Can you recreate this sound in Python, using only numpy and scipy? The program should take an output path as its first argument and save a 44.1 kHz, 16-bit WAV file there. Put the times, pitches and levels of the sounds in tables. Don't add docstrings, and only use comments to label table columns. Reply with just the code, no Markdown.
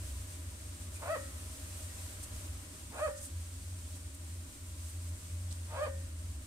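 import sys
import numpy as np
from scipy import signal
from scipy.fft import rfft, irfft
from scipy.io import wavfile
from scipy.ndimage import uniform_filter1d

SR = 44100
rng = np.random.default_rng(int(sys.argv[2]) if len(sys.argv) > 2 else 0)


def to_wav(sig):
    pcm = np.clip(np.atleast_2d(sig), -1, 1) * 32767
    pcm = np.round(pcm).astype(np.int16)
    wavfile.write(sys.argv[1], SR, pcm.T)


N = 284886
TIME = np.arange(N) / SR

# (t/s, level/dB)
TONE_LEVEL = [(0.0, -47), (2.27, -50.5), (2.34, -40.5), (2.41, -64), (2.5, -43), (2.82, -80), (3.07, -42),
              (3.15, -63), (3.36, -40.5), (3.45, -47), (4.5, -46), (4.55, -69), (4.6, -48.5), (5.13, -40.5),
              (5.2, -62), (5.33, -42.5), (6.24, -42.5), (6.46, -55)]
# (t/s, level/dB)
RUMBLE_LEVEL = [(0.0, -47), (0.2, -45.5), (0.32, -63), (0.49, -51.5), (2.3, -53), (2.36, -46.5),
                (2.66, -54), (5.96, -55), (6.42, -48.5), (6.46, -51)]
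# (f/Hz, level/dB)
RUMBLE_COLOUR = [(20, -18), (32, -11), (45, -22), (58, -7.5), (69, 10), (78, -7.5), (95, 6), (110, -43),
                 (140, -48)]
# (f/Hz, left level/dB, right level/dB)
AIR_COLOUR = [(117, -74, -77), (151, -90.5, -82.5), (163.5, -71, -75.5), (185, -88.5, -82),
              (273.5, -74.5, -74.5), (398, -91, -85), (436, -101, -87), (629, -78.5, -87.5),
              (711, -102, -106), (779, -88, -89), (915, -103, -100), (995, -87, -83.5), (1005, -92, -93),
              (1250, -94, -91.5), (2670, -94.5, -99)]
# (f/Hz, level/dB)
HISS_COLOUR = [(1470, -15), (2500, -9), (3470, -8), (5660, -6), (7200, -2.5), (8550, 2.5), (10200, -5),
               (12500, -10), (15500, -18)]
# (t/s, low air level/dB, midrange air level/dB, hiss level/dB)
BACKGROUND_LEVELS = [(0, -54.5, -54, -54), (.66, -55, -55.5, -55.5), (1.2, -54.5, -53.5, -54.5),
                     (2.1, -57, -53, -53.5), (2.45, -55.5, -52.5, -55), (2.9, -55, -56.5, -55.5),
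                     (3.35, -57.5, -57, -56), (4.45, -55, -57.5, -56.5), (4.849, -57, -57, -55.5),
                     (5.7, -56.5, -56, -57), (6.46, -55, -58, -57.5)]
# (f/Hz, side minus mid level/dB)
STEREO_WIDTH = [(60, -49), (110, -25), (200, -20), (380, -3.5), (700, -3.5), (1290, 2), (5000, -1),
                (8100, 1), (10500, -18.5), (13000, -39)]
# (f/Hz, time to fall 60 dB t60/s, left level/dB, right level/dB)
TANK_MODES = [(435, .35, 0, 10), (544, .46, 20.5, 1), (592, .42, 9, 15.5), (754, .45, 1, 3),
              (807, .3, 5, 5), (942, .4, 3, 3), (1030, .4, 5, 0), (1198, .55, 6, 2), (1302, .9, 4, 5),
              (1427, .5, 16, 9), (1474, .55, 9, 15), (1589, .55, 4, 14), (1642, .42, 17.5, 14.5),
              (1776, .7, 6, 15), (1845, .6, 14, 4), (1867, .62, 15, 7), (1956, .75, 6, 12)]
# (f/Hz, left minus right level/dB)
WALL_BALANCE = [(450, -15), (630, 9), (950, -6), (1250, -9), (1900, 7), (2450, -2), (3100, 4)]
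# (centre t/s, swell length t/s, level/dB, centre f/Hz)
RUSTLES = [(0.957, 0.015, -52, 8670), (1.778, .007, -51, 12000), (2.239, 0.0084, -46, 10100),
           (3.027, 0.056, -52, 8550), (3.182, 0.013, -49, 6500), (3.242, 0.025, -44.5, 9500),
           (3.967, 0.01, -54, 8440), (4.149, 0.0043, -52, 14000), (4.897, .019, -56, 12500),
           (5.09, 0.01, -56, 9530), (5.518, 0.0087, -50.5, 4300), (5.527, .0012, -40.5, 5900),
           (5.835, .015, -56, 10500)]
# (centre t/s, level/dB, centre f/Hz)
CHIRPS = [(.968, -57, 2400), (1.897, -64, 1900), (1.99, -63, 2570)]
# (peak t/s, rise t/s, fall t/s, top pitch f/Hz, peak level/dB,
#   least roughness 0-1, pitch climb t/s, air in the rasp level/dB,
#   mouth resonance f/Hz, its lift level/dB, treble level/dB)
CRIES = [(1.128, .145, 0.049, 654, -35.5, 0, .078, -2.5, 1870, 6, -3),
         (3.041, .135, .055, 635, -36, 0, .068, 6.5, 1600, 5.5, -2),
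         (5.835, .16, .048, 620, -37.3, 0.21, .082, -1, 1910, 5, 1.5)]
# (f/Hz, level/dB)
THROAT = [(300, -43), (480, 11), (560, 8.5), (640, 10.5), (900, -3), (1150, 2.5), (1300, 1), (1650, -4.5),
          (1940, -7.5), (2200, -13), (2480, -7.5), (2850, -21), (3100, -12), (3800, -25), (4600, -15.5),
          (7000, -58), (9500, -40), (10900, -26), (12000, -48)]
# (f/Hz, level/dB)
RASP_COLOUR = [(250, -57), (450, 2), (600, 11.5), (800, 5), (1050, 5.5), (1600, -1.5), (2050, -15),
               (2450, 0.5), (2800, -12), (3300, -10), (4500, -17), (9000, -41)]

DRONE_HZ, DRONE_DRIFT_HZ = 85.3, 1.66
CHIRP_LENGTH_S, CHIRP_FALL_HZ_PER_S = .011, 3000
ONSET_HZ, SLACK_HZ = 466.9, 448
SAG_SHARE, SAG_CURVE = .68, 2.99
SWELL_POWER, RELEASE_DB = 1.13, -8.5
LOCK_START, LOCK_END = 0.2, 0.88
END_ROUGH, RASP_DB = 0.81, -3
MOUTH_WIDTH_HZ, BREATH_DB = 69, -29
TOP_HZ = 15550


def undb(db):
    return 10 ** (np.asarray(db) / 20)


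def unit(x):
    return x / np.sqrt(np.mean(x ** 2))


def gain_at(hz, points):
    f, db = np.transpose(points)
    return undb(np.interp(np.log(hz + 1), np.log(f), db))


def colour(x, points):
    n = x.shape[-1]
    return irfft(rfft(x) * gain_at(np.fft.rfftfreq(n, 1 / SR), points), n)


def band(x, lo_hz, hi_hz, order=2):
    edges = [lo_hz, min(hi_hz, SR / 2 - 1000)]
    return signal.sosfilt(signal.butter(order, edges, "band", fs=SR, output="sos"), x)


def walk(rate, n):
    k = max(int(SR / rate), 1)
    steps = np.repeat(rng.standard_normal(n // k + 1), k)
    return unit(uniform_filter1d(steps, k)[:n])


def widen(pair):
    mid, side = pair[0], colour(pair[1], STEREO_WIDTH)
    return np.array([mid + side, mid - side])


def stereo_noise(left, right):
    ears = widen(rng.standard_normal((2, N)))
    return unit(np.array([colour(ears[0], left), colour(ears[1], right)]))


def drone(waver_hz=2.56, rumble_db=4.5, octave_db=-26, throb_db=2):
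    tone_db = np.interp(TIME, *np.transpose(TONE_LEVEL))
    under_db = np.interp(TIME, *np.transpose(RUMBLE_LEVEL)) + rumble_db
    hz = DRONE_HZ + DRONE_DRIFT_HZ * walk(2.3, N) + waver_hz * walk(15, N)
    phase = 2 * np.pi * np.cumsum(hz) / SR
    hum = unit(np.sin(phase) + undb(octave_db) * np.sin(2 * phase))
    rumble = stereo_noise(RUMBLE_COLOUR, RUMBLE_COLOUR)
    rumble /= np.sqrt(uniform_filter1d(rumble[0] ** 2, size=9000))
    return hum * undb(tone_db + throb_db * walk(9, N)) + rumble * undb(under_db)


def tank(x, scatter_db=-0.5, scatter_t60=0.14, low_scatter_db=-6, lag_s=0.00014):
    t = TIME[:SR]
    ring = np.zeros((2, SR))
    for hz, t60, left_db, right_db in TANK_MODES:
        decay = np.log(1000) / t60
        mode = 2 * decay / SR * np.exp(-decay * t)
        swing = np.array([np.sin(2 * np.pi * hz * t), np.cos(2 * np.pi * hz * t)])
        ring += undb([[left_db], [right_db]]) * mode * swing
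    fade = np.exp(-np.log(1000) * t / scatter_t60) * (t > .003)
    scatter = rng.standard_normal((2, SR)) * fade
    scatter = colour(unit(scatter), [(650, low_scatter_db), (1100, 0)])
    response = ring + undb(scatter_db) * scatter / np.sqrt(SR)
    hz, balance = np.transpose(WALL_BALANCE)
    left = colour(x, np.c_[hz, balance / 2])
    right = colour(x, np.c_[hz, -balance / 2])
    direct = np.array([np.interp(TIME - lag_s, TIME, left), right])
    return direct + signal.fftconvolve(x[None], response, axes=1)[:, :N]


def background(ring_db=-17, hiss_db=3.0, flicker_db=0.82, brighten=1.0):
    s, *columns = np.transpose(BACKGROUND_LEVELS)
    low_db, mid_db, high_db = (np.interp(TIME, s, c) for c in columns)
    hz, left, right = np.transpose(AIR_COLOUR)
    air = unit(band(stereo_noise(np.c_[hz, left], np.c_[hz, right]), 51, 3350))
    low = colour(air, [(350, -2), (550, -43)])
    ring = unit(tank(band(rng.standard_normal(N), 230, 3600)))
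    middle = air - low + undb(ring_db) * ring
    hiss = stereo_noise(HISS_COLOUR, HISS_COLOUR)
    top = colour(hiss, [(8500, -10), (11500, 1)])
    hiss = hiss + top * (undb(brighten * (high_db - high_db.mean())) - 1)
    hiss_gain = undb(high_db + hiss_db + flicker_db * walk(24.94, N))
    return low * undb(low_db) + middle * undb(mid_db) + hiss * hiss_gain


def rustles(grain_db=1.5, spread=1.32):
    out = np.zeros((2, N))
    for s, length, db, hz in RUSTLES:
        near = np.abs(TIME - s) < 4 * length + .01
        t = TIME[near]
        noise = widen(rng.standard_normal((2, len(t))))
        grains = colour(noise * undb(grain_db * walk(400, len(t))), HISS_COLOUR)
        grains = unit(band(grains, hz / spread, hz * spread, order=1))
        out[:, near] += grains * undb(db) * np.exp(-((t - s) / length) ** 2 / 2)
    return out


def chirp(s, db, hz):
    t = TIME - s
    phase = 2 * np.pi * (hz * t - CHIRP_FALL_HZ_PER_S * t ** 2 / 2)
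    return np.sin(phase) * undb(db) * np.exp(-(t / CHIRP_LENGTH_S) ** 2 / 2)


def squeeze(t, rise, fall, top_hz, top_db, peak_rough, climb):
    up = np.clip(1 + t / rise, 1e-3, 1)
    down = np.clip(t / fall, 0, 1)
    effort = np.exp(-(np.minimum(t, 0) / climb) ** 2 - (down / SAG_SHARE) ** SAG_CURVE)
    rest_hz = np.where(t < 0, ONSET_HZ, SLACK_HZ)
    hz = rest_hz + (top_hz - rest_hz) * np.where(t < 0, effort ** 2, effort)
    db = top_db + 20 * np.log10(up) * SWELL_POWER + RELEASE_DB * down ** 2
    clearing = (LOCK_END - effort ** 2) / (LOCK_END - LOCK_START)
    unlocked = np.where(t < 0, clearing, END_ROUGH * down ** 2)
    return hz, db, np.clip(np.maximum(unlocked, peak_rough), 0, 1)


def cry(peak, rise, fall, top_hz, top_db, peak_rough, climb, puff_db, mouth_hz, mouth_db, treble_db,
        jitter=0.0343, quaver=0.0074, shimmer=0.27, open_hz=560, count=24):
    inside = (TIME >= peak - rise) & (TIME <= peak + fall)
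    t = TIME[inside] - peak
    hz, db, rough = squeeze(t, rise, fall, top_hz, top_db, peak_rough, climb)
    unsteady_hz = hz * (1 + (quaver + jitter * rough) * walk(327, len(t)))
    phase = 2 * np.pi * np.cumsum(unsteady_hz) / SR
    k = np.arange(1, count + 1)[:, None]
    gape = np.clip(1 + t / fall, 0, 1)
    mouth = undb(mouth_db * gape * np.exp(-((k * hz - mouth_hz) / MOUTH_WIDTH_HZ) ** 2))
    note = unit(np.sum(gain_at(k * hz, THROAT) * mouth * np.sin(k * phase), axis=0))
    breath = band(rng.standard_normal(len(t)) * (1 + np.cos(phase)), 1080, 1550)
    note += undb(BREATH_DB) * unit(breath)
    slack = 2 / 3
    lines = gain_at(k * slack * open_hz, RASP_COLOUR) * np.sin(k * slack * phase)
    rattle = unit(np.sum(lines, axis=0))
    puffs = unit(colour(rng.standard_normal(len(t)) * (1 + np.cos(phase)), RASP_COLOUR))
    rasp = rattle + undb(puff_db) * puffs
    rasp *= (1 + shimmer * walk(189.5, len(t))) / np.sqrt(uniform_filter1d(rasp ** 2, size=300))
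    voice = (1 - rough) * note + rough * undb(RASP_DB) * rasp
    voice *= undb(db) * signal.windows.tukey(len(t), .06)
    out = np.zeros(N)
    out[inside] = colour(voice, [(2500, 0), (3000, treble_db)])
    return out


def scene():
    voices = sum(chirp(*row) for row in CHIRPS) + sum(cry(*row) for row in CRIES)
    return drone() + background() + rustles() + tank(voices)


def record(dry):
    return signal.sosfilt(signal.ellip(10, .1, 80, TOP_HZ, fs=SR, output="sos"), dry)


dry = scene()
out = record(dry)
to_wav(out)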